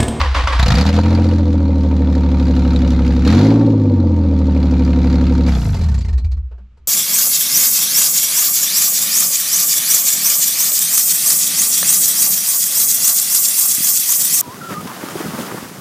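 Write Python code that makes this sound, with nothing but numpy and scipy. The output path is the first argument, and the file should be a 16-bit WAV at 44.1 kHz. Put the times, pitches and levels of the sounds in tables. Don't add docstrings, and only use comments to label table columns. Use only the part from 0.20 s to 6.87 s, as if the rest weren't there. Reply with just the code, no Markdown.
import sys
import numpy as np
from scipy import signal
from scipy.fft import rfft, irfft
from scipy.io import wavfile
from scipy.ndimage import uniform_filter1d

SR = 44100
rng = np.random.default_rng(int(sys.argv[2]) if len(sys.argv) > 2 else 0)


def gain_from_decibels(decibels):
    exponent = np.asarray(decibels, float) / 20
    return 10 ** exponent


def generate_wav(signal):
    frames = np.transpose(np.atleast_2d(signal))
    scaled = np.clip(frames, -1, 1) * 32767
    pcm = np.round(scaled).astype(np.int16)
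    wavfile.write(sys.argv[1], SR, pcm)


N = 294270
T = np.arange(N) / SR
IDLE_HZ, KEY_OFF_S = 36, 5.29
TONE_LAG = .011

# (time [s], bank rate = half the firing rate [Hz])
SPEED = [(0.66, 39.12), (0.76, 41.32), (0.92, 43.52), (1.05, 43.55), (1.3, 40.9), (1.6, 38.36),
         (2.1, 36.55), (2.8, 34.59), (3.05, 34.85), (3.13, 43.3), (3.24, 52.49), (3.33, 55.57),
         (3.44, 56.0), (3.6, 51.82), (3.85, 44.24), (4.15, 38.71), (4.55, 36.12), (5.27, 35.51)]
# (time [s], effort [dB])
EFFORT = [(.39, 18), (.61, 14.5), (.8, 6.5), (1.28, -4.5), (1.56, -5), (2.52, 2.5), (3.04, 1.5), (3.07, 11),
          (3.25, 6), (3.39, -5.5), (3.59, -10), (3.96, -8.5), (4.48, -1.5), (4.96, 2.5), (5.25, 0),
          (5.28, 6), (5.34, 5), (5.62, -4.5)]
# (time [s], level [dB])
MISFIRES = [
    (0.644, -13),
    (0.72, -12),
    (.787, 0.5),
    (0.826, -7.5),
    (2.99, -2),
    (5.58, -16),
]

# (frequency [Hz], density [dB per Hz])
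YARD = [(18, -50.5), (30, -13.5), (76, -18.5), (157, -28.5), (724, -52), (1320, -45.5), (1540, -50),
        (2540, -51.5), (7090, -66), (12000, -92), (15600, -117), (22000, -120)]
# (frequency [Hz], width [Hz], level [dB])
GEAR_MODES = [(548, 88, -29), (1160, 110, -30.5), (2080, 25, -1), (2443, 200, -10.5), (3050, 77, -17),
              (3740, 130, 6.5), (4120, 47, 6), (4920, 180, -8.5), (6500, 140, -10)]
# (frequency [Hz], density [dB per Hz])
GRIND = [(71, -38.5), (120, -10.5), (200, -15.5), (300, -4), (420, -32), (524, -2), (725, -6), (1110, 1),
         (1630, -4), (4740, -13), (15000, -49.5)]
# (time [s], level [dB])
CLUNKS = [
    (0.013, -3),
    (0.1484, -7.5),
    (0.2734, -4.5),
    (0.325, -11),
    (0.394, -18),
]
# (time [s], level [dB])
CHUGS = [
    (0, -15),
    (.146, -13.5),
    (.272, -16.5),
    (0.327, -15.5),
    (.392, -18.5),
    (.62, -22.5),
    (.71, -19),
]
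# (multiple of the mesh tone, level [dB])
WHINE = [(.25, -17), (0.501, -6), (.83, -8.5), (1, -3.5), (1.849, -7.5), (3.001, -16)]
# (time [s], level [dB])
CRANK_PUSH = [
    (0.0, 1),
    (.045, -2.5),
    (0.1, -5),
    (0.164, -20),
    (0.233, 4.5),
    (0.298, -12.5),
    (0.346, -4),
]
# (frequency [Hz], width [Hz], level [dB])
CAVITY = [(60.4, 3.45, 22), (72.1, 6.9, 17.5)]
# (centre time [s], level [dB], half length [s])
BOOM = [(.05, -13, 0.084), (.22, -14, 0.092), (.41, -10.5, 0.079), (.53, -26, .02), (5.95, -10.5, 0.051),
        (6.06, -13, 0.039), (6.132, -15.5, 0.037), (6.195, -18.5, 0.029), (6.255, -23, 0.035),
        (6.335, -28.5, 0.036), (6.42, -34.5, 0.053), (6.53, -43.5, 0.042), (6.63, -44.5, 0.047)]

# (time [s], peak level [dB], ring [Hz])
CATCH_CRACKS = [(0.3943, -6, 1800), (0.427, -5.5, 3950), (0.4602, -6.5, 2870), (0.4819, -5, 4370),
                (0.5041, -10.5, 1850), (0.519, -14.5, 3920), (0.539, -11, 2070), (0.5524, -8, 4700),
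                (0.5704, -12, 1823), (0.583, -7.5, 4120), (0.6103, -7.5, 4630), (0.6517, -15, 1560),
                (0.6627, -14.5, 3800), (0.6885, -14, 4920), (0.7276, -14, 2440), (0.7615, -16.5, 3420),
                (0.8328, -25.5, 2630), (0.8568, -26.5, 1590)]
# (time [s], peak level [dB], ring [Hz])
IDLE_CRACKS = [(0.881, -25, 1630), (0.949, -18.5, 4540), (0.9938, -27, 1630), (1.017, -25, 1580),
               (1.0396, -25.5, 2655), (1.0869, -22.5, 4580), (1.1095, -28.5, 2860), (1.1334, -25.5, 1530),
               (1.1563, -27.5, 1550), (1.3253, -31.5, 1650), (1.9507, -25.5, 1580), (1.978, -31.5, 1810),
               (2.197, -25.5, 4020), (2.2671, -24, 1926), (2.3632, -22.5, 4120), (2.5042, -22, 4110),
               (2.561, -19, 3890), (2.7034, -23, 3800), (2.762, -26, 3950), (2.8643, -20, 2485),
               (2.9226, -21.5, 1810), (3.0225, -33, 2670)]
# (time [s], peak level [dB], ring [Hz])
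REV_CRACKS = [(3.0486, -19.5, 2180), (3.0765, -26, 1520), (3.0745, -11.5, 4010), (3.1002, -19.5, 1480),
              (3.113, -19.5, 2545), (3.1248, -13.5, 4190), (3.168, -19.5, 1810), (3.188, -20, 1810),
              (3.2267, -25, 2160), (3.2453, -25.5, 4500), (3.283, -23, 4580), (3.3023, -23.5, 4480)]
# (time [s], peak level [dB], ring [Hz])
LATE_CRACKS = [(3.356, -26.5, 1500), (3.4091, -23, 1535), (3.4633, -27.5, 4200), (3.8005, -32.5, 4090),
               (3.9617, -31, 1724), (4.035, -32.5, 1520), (4.2133, -34, 1570), (4.3086, -31.5, 1800),
               (4.3627, -25.5, 2324), (4.4278, -25.5, 4420), (4.5099, -32, 1504), (4.566, -31, 1566),
               (4.595, -29, 1570), (4.649, -26.5, 4750), (4.73, -26.5, 2690), (4.759, -28.5, 4000),
               (4.841, -28.5, 2175), (4.87, -28, 1730), (4.9416, -24, 2080), (5.011, -22.5, 1486),
               (5.0658, -22.5, 2720), (5.1227, -28.5, 4260), (5.152, -30, 3740), (5.1765, -24, 1490),
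               (5.207, -24.5, 1710), (5.284, -15, 2080)]
# (time [s], level [dB])
POPS = [(.652, -15.5), (1.709, -28), (2.363, -29), (3.41, -24.5), (4.844, -24), (.787, -7), (3.049, -20),
        (3.147, -11), (3.8, -27), (5.284, -22.5), (5.43, -23.5)]
# (frequency [Hz], width [Hz], level [dB])
POP_MODES = [(518, 90, -1.5), (705, 100, -1), (926, 100, -0.5), (1340, 194, -8)]

# (time [s], level [dB])
CATCH = [(0.3947, -16), (0.4271, -10.5), (0.4601, -7.5), (0.4801, -6.5), (0.502, 0), (0.518, 0),
         (0.5395, -8.5), (0.5542, -13), (0.5706, -18.5), (0.5826, -15), (0.5964, -19), (0.6104, -15.5)]
CYLINDER_DB = [-6, 0, 5, -4, -2, -5]
CYLINDER_HISS_DB = [-6, 0, -7, -2, -8, -2]
# (frequency [Hz], width [Hz], level [dB])
COUGH = [(120, 45, 2), (180.4, 60, -2.5)]
# (frequency [Hz], density [dB per Hz])
GAS = [(430, -29), (700, 1.5), (1000, -3.5), (1060, -8.5), (1290, -1), (1820, -9), (2420, -7.5),
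       (3010, -16), (4150, -10.5), (5590, -16), (7190, -20), (8440, -34.5), (11800, -31.5), (15500, -53.5)]
SHIELDS_HZ = [1246, 1800, 2074, 2385, 2877, 3440, 3990, 4300, 4690]
# (firing rate [Hz], level [dB])
TONE = [(23, -55), (37, -31), (41, -21.5), (52, -22), (64, -13), (90, -12), (112, -13.5)]
# (multiple of the bank rate, level [dB], polarity after the echo from the open pipe end)
BANK_ORDERS = [(1, -17, -1), (3, -1.5, 0.79), (4, -4.5, 0.84), (5, 5, -0.46), (6, -1.5, -0.37),
               (7, -.5, 0.8), (8, -14, -1.2), (9, -5.5, -1.08), (11, -3, 1)]
# (frequency [Hz], level [dB])
HOT_PIPE = [(30, 1), (106, -6), (116, -14.5), (130, -2), (145, 0), (170, -1), (215, 3), (255, 4.5),
            (285, 3), (320, 1.5), (400, -7.5), (600, -31)]
# (frequency [Hz], width [Hz], level [dB])
UPPER = [(495.2, 30.7, 0.5), (535, 50, -2.5), (673, 67, -14), (790, 26, -13), (921, 44, -8.5),
         (1142, 60, -19.5)]
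# (frequency [Hz], width [Hz], level [dB])
COLD_UPPER = [(265, 60, 2), (363, 46, -4.5), (465, 39, 1), (674, 54, -4.5), (900, 42, -9.5)]
# (multiple of the cycle rate, level [dB])
LOPE_ORDERS = [(4, -12), (8, -18), (28, -31), (29, -31), (10, -21), (11, -23), (13, -24), (14, -22),
               (16, -18), (17, -21), (19, -26), (20, -22), (22, -19), (23, -28), (25, -31), (26, -37)]
# (frequency [Hz], level [dB])
LOPE_PIPE = [(60, -35.5), (120, -20.5), (165, -23), (190, -10), (228, -11.5), (260, 0.5), (280, -6),
             (300, -3), (325, -9), (360, -21), (450, -30)]

# (frequency [Hz], level [dB])
COLD_PIPE = [(30, -34), (52, -4), (80, 0), (100, -9), (140, -13), (200, -18), (270, -30), (400, -40)]
# (centre time [s], level [dB], half length [s])
COAST = [
    (5.35, -22.5, 0.079),
    (5.5, -14.5, 0.06),
    (5.71, -12, 0.13),
    (5.87, -16.5, 0.019),
]
# (time [s], level [dB])
GASP = [
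    (5.268, -49.5),
    (5.366, -47.5),
    (5.462, -43.5),
    (5.8, -65),
]
# (frequency [Hz], density [dB per Hz])
GASP_AIR = [(2940, -25), (5000, 2), (7620, -2), (8780, -10), (11600, -5), (12300, -5), (15500, -37)]
# (time [s], puff level [dB], heat-shield rattle [Hz], low puff level [dB])
PUFFS = [(5.5417, -23.5, 4610, -29.5), (5.5675, -35.5, 2080, -38), (5.587, -32.5, 4300, -39.5),
         (5.6108, -25, 2360, -33.5), (5.6345, -25.5, 4107, -39), (5.661, -37, 1561, -41),
         (5.684, -25.5, 1800, -40), (5.7141, -33, 1497, -41), (5.7413, -23.5, 1810, -40.5),
         (5.7779, -28, 7220, -40.5), (5.807, -26.5, 4640, -51), (5.8455, -30.5, 2060, -40),
         (5.882, -29.5, 1800, -40), (5.927, -33, 1810, -44.5), (5.977, -28.5, 4146, -42.5),
         (6.0431, -32.5, 2347, -47.5), (6.115, -32.5, 4200, -49.5), (6.168, -48.5, 1930, -51),
         (6.2478, -55, 1600, -67.5), (6.312, -48, 1810, -45), (6.379, -49, 1615, -50.5),
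         (6.51, -59, 1623, -72), (6.571, -44.5, 1400, -57), (6.656, -60, 1986, -73)]
# (frequency [Hz], density [dB per Hz])
PUFF_AIR = [(590, -49), (1000, -31), (1110, 0), (1570, -17), (1820, -1.5), (3180, -6), (4260, -1),
            (7600, -9.5), (8600, -14.5), (15000, -32.5)]
# (frequency [Hz], width [Hz], level [dB])
PANELS = [(1810, 45, 0), (2360, 39, 0.5), (3500, 40, -8), (4130, 48, -2), (4300, 80, -0.5), (4610, 70, -6),
          (5130, 130, -9), (5940, 53, -12), (6600, 200, -14), (7300, 140, -16)]
# (frequency [Hz], width [Hz], level [dB])
KNOCK = [(125, 50, 1.5), (173.3, 132, 9), (276, 54, -18.5), (425, 76, -7.5), (508, 89, -10), (695, 52, -9)]
# (frequency [Hz], side minus mid level [dB])
WIDTH = [(60, -44.5), (110, -44), (200, -23.5), (380, -16), (700, -13), (1290, -9.5), (2380, -4.5),
         (4400, -5), (8120, -3), (15000, -9)]


def evened(x):
    return x / np.sqrt(np.mean(x ** 2) + 1e-20)


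def steady(x, seconds):
    power = uniform_filter1d(uniform_filter1d(x ** 2, int(seconds * SR)), int(seconds * SR / 2))
    return x / np.sqrt(abs(power) + 1e-4 * np.mean(x ** 2))


def noise():
    return rng.standard_normal(N)


def curve(rows, fade=0.0033):
    s, db = np.transpose(rows)
    inside = np.clip((T - s[0]) / fade + 1, 0, 1) * np.clip((s[-1] - T) / fade + 1, 0, 1)
    return gain_from_decibels(np.interp(T, s, db)) * inside


def swells(rows):
    t = np.arange(0, N, 32) / SR
    return np.interp(T, t, sum(gain_from_decibels(db) * np.exp(-abs((t - s) / half) ** 3) for s, db, half in rows))


def colour(x, points):
    f, db = np.transpose(points)
    hz = abs(np.fft.fftfreq(8192, 1 / SR))
    gain_db = np.maximum(np.interp(np.log(hz + 1), np.log(f + 1), db), -100)
    log_gain = np.log(gain_from_decibels(gain_db))
    taps = np.fft.ifft(np.exp(np.conj(signal.hilbert(log_gain)))).real[:4096]
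    return signal.oaconvolve(x, taps)[:N]


def ring(x, modes):
    t = np.arange(int(2.2 * SR / np.min(modes, 0)[1])) / SR
    shape = 0
    for hz, width, db in modes:
        decay = width ** 2 * t * np.exp(-1.55 * np.pi * width * t)
        shape = shape + gain_from_decibels(db) * decay * np.sin(2 * np.pi * hz * t)
    return signal.oaconvolve(x, shape)[:N]


def clicks(times, sizes):
    out = np.zeros(N)
    np.add.at(out, np.clip((np.asarray(times) * SR).astype(int), 0, N - 1), sizes)
    return out


def burst(train, t60, rise):
    t = np.arange(int(SR * .3)) / SR
    return signal.oaconvolve(train, (1 - np.exp(-t / rise)) * gain_from_decibels(-60 * t / t60))[:N]


def bank_turns():
    s, hz = np.transpose(SPEED)
    pickup = 44.64 - (44.64 - hz[0]) * np.exp((s[0] - T) / .125)
    friction = np.exp(-np.maximum(T - KEY_OFF_S, 0) / .6)
    bank_hz = np.where(T < s[0], np.maximum(pickup, 18), np.interp(T, s, hz) * friction)
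    turns = np.cumsum(bank_hz) / SR
    return turns - turns[SR] + 16.724, bank_hz


def follow(bank_hz, idle_db, per_db, per_hz, misfire):
    t = np.arange(0, N, 32) / SR
    missed_db = sum(db * np.exp(-((t - s) / 0.013) ** 2) for s, db in MISFIRES)
    effort_db = per_db * np.interp(t, *np.transpose(EFFORT))
    speed_db = per_hz * (bank_hz[::32] - IDLE_HZ)
    return np.interp(T, t, gain_from_decibels(idle_db + effort_db + speed_db + misfire * missed_db))


def yard():
    return gain_from_decibels(-51.5 - 1.5) * evened(colour(noise(), YARD))


def starter():
    teeth = noise() * gain_from_decibels(2.0 * evened(uniform_filter1d(noise(), 120)))
    housing = ring(teeth, np.array(GEAR_MODES[:2]) * [1, 1.1, 1])
    whir = evened(evened(colour(teeth, GRIND)) + 0.38 * evened(housing))
    s, db = np.transpose(CLUNKS)
    knock = burst(clicks(s, gain_from_decibels(db - 3.0)), 0.02, 0.00081) * evened(colour(noise(), GRIND))
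    engaged = np.clip((.8 - T) / 0.44, 0, 1)

    start, strain_db = np.transpose(CHUGS)
    last = np.maximum(np.searchsorted(start, T) - 1, 0)
    sag_db = 90 * (T - start[last])
    strain = uniform_filter1d(gain_from_decibels(strain_db[last] - sag_db), size=300)

    since = T - start[np.minimum(last, 2)]
    load = 1 - 2.1 * np.minimum(since, .075)
    wobble = 1 + .014 * evened(uniform_filter1d(teeth, size=400))
    mesh = np.cumsum(1168 * load * wobble) / SR
    beat = 1 + 0.66 * np.cos(2 * np.pi * 44 * (since - .016))
    beat = beat * np.clip(since / .004, 0, 1) * np.clip((.085 - since) / .015, .1, 1)
    tones = sum(gain_from_decibels(db) * np.sin(2 * np.pi * k * mesh) for k, db in WHINE)
    whine = gain_from_decibels(-24) * beat * (T < .39) * tones
    return whir * strain * gain_from_decibels(-4.5) * engaged + knock + whine


def boom():
    caught = np.array(CATCH)[:4] * [1, 0]
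    last_puffs = np.array(PUFFS)[[12, 15, 16, 17], :2] * [1, 0]
    s, db = np.transpose(np.r_[np.array(CRANK_PUSH), caught, last_puffs])
    rung = ring(clicks(s, gain_from_decibels(db)), CAVITY)
    lasting = ring(noise(), CAVITY)
    return steady(evened(rung) + .1 * evened(lasting), .035) * swells(BOOM)


def cracks():
    out, t = np.zeros(N + 2000), np.arange(2000) / SR
    band = signal.butter(3, [1500, 6200], "bandpass", fs=SR)
    for s, db, hz in CATCH_CRACKS + REV_CRACKS + IDLE_CRACKS + LATE_CRACKS:
        flame, flutter = rng.standard_normal((2, len(t)))
        fizz = signal.lfilter(*band, flame)
        note = np.sin(2 * np.pi * hz * t) * evened(uniform_filter1d(flutter, size=70))
        envelope = (1 - np.exp(-t / 0.00034)) * gain_from_decibels(db - 5.0 - 60 * t / 0.042)
        out[int(s * SR):int(s * SR) + len(t)] += envelope * (0.58 * fizz + 0.82 * note)
    s, db = np.transpose(POPS)
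    one_pop = ring(clicks([0], 1.), POP_MODES)
    return out[:N] + ring(clicks(s, gain_from_decibels(db)), POP_MODES) / abs(one_pop).max()


def firings(turns):
    early, early_db = np.transpose(CATCH)
    count = np.floor(2 * turns - .2).astype(int)
    running = (T[1:] > .62) & (T[1:] < PUFFS[0][0] - .01)
    fired = np.flatnonzero((np.diff(count) > 0) & running) + 1
    times = np.r_[early, T[fired]]
    cylinder = np.r_[np.arange(len(early)), count[fired]] % 6
    luck = rng.standard_normal((len(times), 4))
    size = gain_from_decibels(np.take(CYLINDER_DB, cylinder) + 1.2 * luck[:, 0])
    spit_db = np.take(CYLINDER_HISS_DB, cylinder) + 4 + 2.3 * luck[:, 2:].T
    spit_db[:, :len(early)] = early_db - early_db.mean()
    return times, size, luck, spit_db


def coughs():
    s, db = np.transpose(CATCH[:8])
    return -ring(clicks(s, gain_from_decibels(0.36 * db)), COUGH) * gain_from_decibels(-22.0)


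def gas_hiss(times, spit_db):
    dull = .4 + evened(burst(clicks(times, gain_from_decibels(spit_db[0])), .036, 0.0043))
    bright = .25 + evened(burst(clicks(times, gain_from_decibels(spit_db[1])), .028, 0.0043))
    gas = np.array(GAS)
    low_part = gas - 20 * (gas[:, :1] > 4600) * [0, 1]
    high_part = gas - 20 * (gas[:, :1] < 2700) * [0, 1]
    hiss = colour(dull * noise(), low_part) + colour(bright * noise(), high_part)
    panel = rng.integers(0, len(SHIELDS_HZ), len(times))
    rattle = 0
    for k, hz in enumerate(SHIELDS_HZ):
        rattle = rattle + ring(clicks(times, gain_from_decibels(spit_db[0]) * (panel == k)), [(hz, 65, 0)])
    return evened(hiss) + 0.24 * evened(rattle)


def firing_tone(turns, fast, bank_hz):
    pulse = np.sqrt(2) * np.cos(4 * np.pi * (turns - TONE_LAG * fast))
    pulse = pulse * gain_from_decibels(np.interp(2 * bank_hz, *np.transpose(TONE)))
    uneven = 1 + 0.073 * np.cos(2 * np.pi * (turns / 3 + 0.34))
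    return pulse * uneven * follow(bank_hz, idle_db=.01, per_db=0.099, per_hz=0.011, misfire=0.51)


def pipe_bark(turns, bank_hz, swing, warm):
    effort = np.interp(T, *np.transpose(EFFORT))
    load_db = .35 * np.maximum(effort - 1.5, 0) * (T < KEY_OFF_S - .03)
    bark = 0
    for k, db, sign in BANK_ORDERS:
        level_db = db + np.interp(k * bank_hz, *np.transpose(HOT_PIPE))
        level_db = level_db - load_db * np.clip((k * bank_hz - 205) / 40, 0, 1)
        level_db = level_db - 1.33 * (2 - warm) * max(k - 5, 0)
        lag = .16 * (k > 6)
        bark = bark + sign * gain_from_decibels(level_db) * np.cos(2 * np.pi * (k * turns + swing + 0.077 - lag))
    return steady(bark, 0.07) * np.clip((T - 0.4) / 0.033, 0, 1)


def upper_ring(times, size, luck, spit_db, off):
    swirl = ring(burst(clicks(times, size), .05, .002) * noise(), UPPER)
    near = ring(clicks(times, gain_from_decibels(spit_db[0] - 2.5)), UPPER[4:])
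    both = ring(clicks(times, size * gain_from_decibels(luck[:, 1])), UPPER[:4])
    hot = evened(both + near) + .9 * evened(swirl)
    cold = evened(ring(clicks(times, size), COLD_UPPER))
    return steady(hot, 0.16) * (1 - 0.81 * off) + 1.26 * off * cold


def lope(turns, swing, times, luck):
    cycle = 2 * np.pi * (turns + 1.005) / 3
    lead = 2 * np.pi * (swing + .2)
    out = 0
    for k, db in LOPE_ORDERS:
        pair = np.angle(1 - np.exp(-2j * np.pi * k * .95 / 6))
        out = out + gain_from_decibels(db) * np.cos(k * cycle + lead + pair)
    return colour(out * gain_from_decibels(np.interp(T, times[::6], 1.5 * luck[::6, 0])), LOPE_PIPE)


def engine():
    turns, bank_hz = bank_turns()
    fast = np.maximum(bank_hz - IDLE_HZ, 0)
    turns = turns + TONE_LAG * fast
    swing = .28 * fast / 5 * np.exp(1 - fast / 5) - .012 * fast
    times, size, luck, spit_db = firings(turns)
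    warm = np.clip((T - .6) / .5, 0, 1) * np.clip((5.285 - T) / .03, 0, 1)
    off = np.clip((T - KEY_OFF_S) / 0.034, 0, 1)

    hiss = steady(gas_hiss(times, spit_db), 0.066)
    hiss = hiss * follow(bank_hz, idle_db=-37, per_db=1.0534, per_hz=0.19, misfire=0.86)
    bark = pipe_bark(turns, bank_hz, swing, warm)
    bark = bark * follow(bank_hz, idle_db=-16, per_db=0.43, per_hz=0.31, misfire=0.9)
    bark = bark * gain_from_decibels(-4 * np.exp((CATCH[0][0] - T) / 1.8))
    upper = upper_ring(times, size, luck, spit_db, off)
    upper = upper * follow(bank_hz, idle_db=-29.5, per_db=0.2564, per_hz=0.34, misfire=.5)
    unfired = gain_from_decibels(-4.5 * np.clip((T - KEY_OFF_S) / 0.027, 0, 1))
    turning = curve(np.array(EFFORT) * [1, 0])
    loping = lope(turns, swing, times, luck) * warm
    loping = loping * follow(bank_hz, idle_db=1, per_db=0.034, per_hz=0.21, misfire=.5)
    tone = firing_tone(turns, fast, bank_hz)
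    return tone + coughs() + loping + turning * ((bark + upper) * unfired + hiss)


def intake_gasp(turns):
    air = evened(colour(noise(), GASP_AIR)) * curve(GASP)
    return air * (1 + 0.55 * np.cos(4 * np.pi * turns))


def coast_hum(turns):
    hum = 0
    for k in range(3, 17):
        level_db = -14. * (k % 2) - 1.2 * abs(k - 4)
        hum = hum + gain_from_decibels(level_db) * np.cos(2 * np.pi * k * (turns + .11 * k))
    return steady(colour(hum, COLD_PIPE), 0.062) * swells(COAST)


def puffs():
    s, puff_db, rattle_hz, low_db = np.transpose(PUFFS)
    t60 = np.maximum(0.11 + 0.002 * (low_db - puff_db), .08)[:, None]
    first = int(s[0] * SR)
    since = np.maximum(T[first:] - s[:, None], 0)

    def envelope(longer):
        fall_db = puff_db[:, None] - 8.5 - 60 * since / t60 / longer
        return np.r_[np.zeros(first), ((1 - np.exp(-since / 0.0035)) * gain_from_decibels(fall_db)).sum(0)]

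    last = np.maximum(np.searchsorted(s, T) - 1, 0)
    rattle = np.sin(2 * np.pi * np.cumsum(rattle_hz[last]) / SR) * evened(uniform_filter1d(noise(), 400))
    breath = noise()
    air = evened(colour(breath, PUFF_AIR)) * np.where(T < 6.2, 1, .4)
    hum = .6 * rattle + 0.33 * (T < 6.2) * evened(ring(breath, PANELS))
    return envelope(1) * air + envelope(1.55) * hum


def low_puffs():
    s, _, _, low_db = np.transpose(PUFFS)
    body = KNOCK[2:] + UPPER[3:] + [(1340, 490, -18.5), (2330, 1100, -28.5)]
    low = burst(clicks(s, gain_from_decibels(low_db)), 0.17, 0.0023) * evened(ring(noise(), body))
    thump_db = low_db + 8 - 6.5 * (s - s[0])
    thump = burst(clicks(s, gain_from_decibels(thump_db) * (s < 6.2)), 0.36, 0.0071)
    return low + thump * evened(ring(ring(noise(), KNOCK[:2]), KNOCK[1:2]))


def block_rock():
    return burst(clicks([6.4], gain_from_decibels(-42)), .3, 0.017) * np.sin(2 * np.pi * 197 * T)


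def run_down():
    turns, _ = bank_turns()
    return intake_gasp(turns) + coast_hum(turns) + puffs() + low_puffs() + block_rock()


def underside(x, t60):
    taps, at = np.zeros(4000), np.arange(40, 3960, 20) + rng.integers(0, 20, 196)
    taps[at] = rng.choice([-1., 1.], len(at)) * gain_from_decibels(-60 * at / SR / t60)
    return signal.oaconvolve(x, taps / np.linalg.norm(taps))[:N]


def scene():
    mid = yard() + starter() + boom() + cracks() + engine() + run_down()
    stir_hz = 14 + 8 * evened(uniform_filter1d(noise(), 2000))
    stir = 2 * np.pi * np.cumsum(stir_hz) / SR
    echoes = underside(mid * np.cos(stir), .04) + underside(mid * np.sin(stir), .04)
    side = colour(echoes, np.array(WIDTH) + [0, -2.5])
    late = irfft(rfft(mid) * np.exp(-2j * np.pi * .52 * np.fft.rfftfreq(N)), N)
    return np.array([late + side, mid - side])


def roll_off(x):
    return signal.sosfilt(signal.butter(12, 15000, fs=SR, output="sos"), x)


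def record(dry):
    return roll_off(1.256 * np.tanh(dry / 1.293))


dry = scene()
out = record(dry)
generate_wav(out)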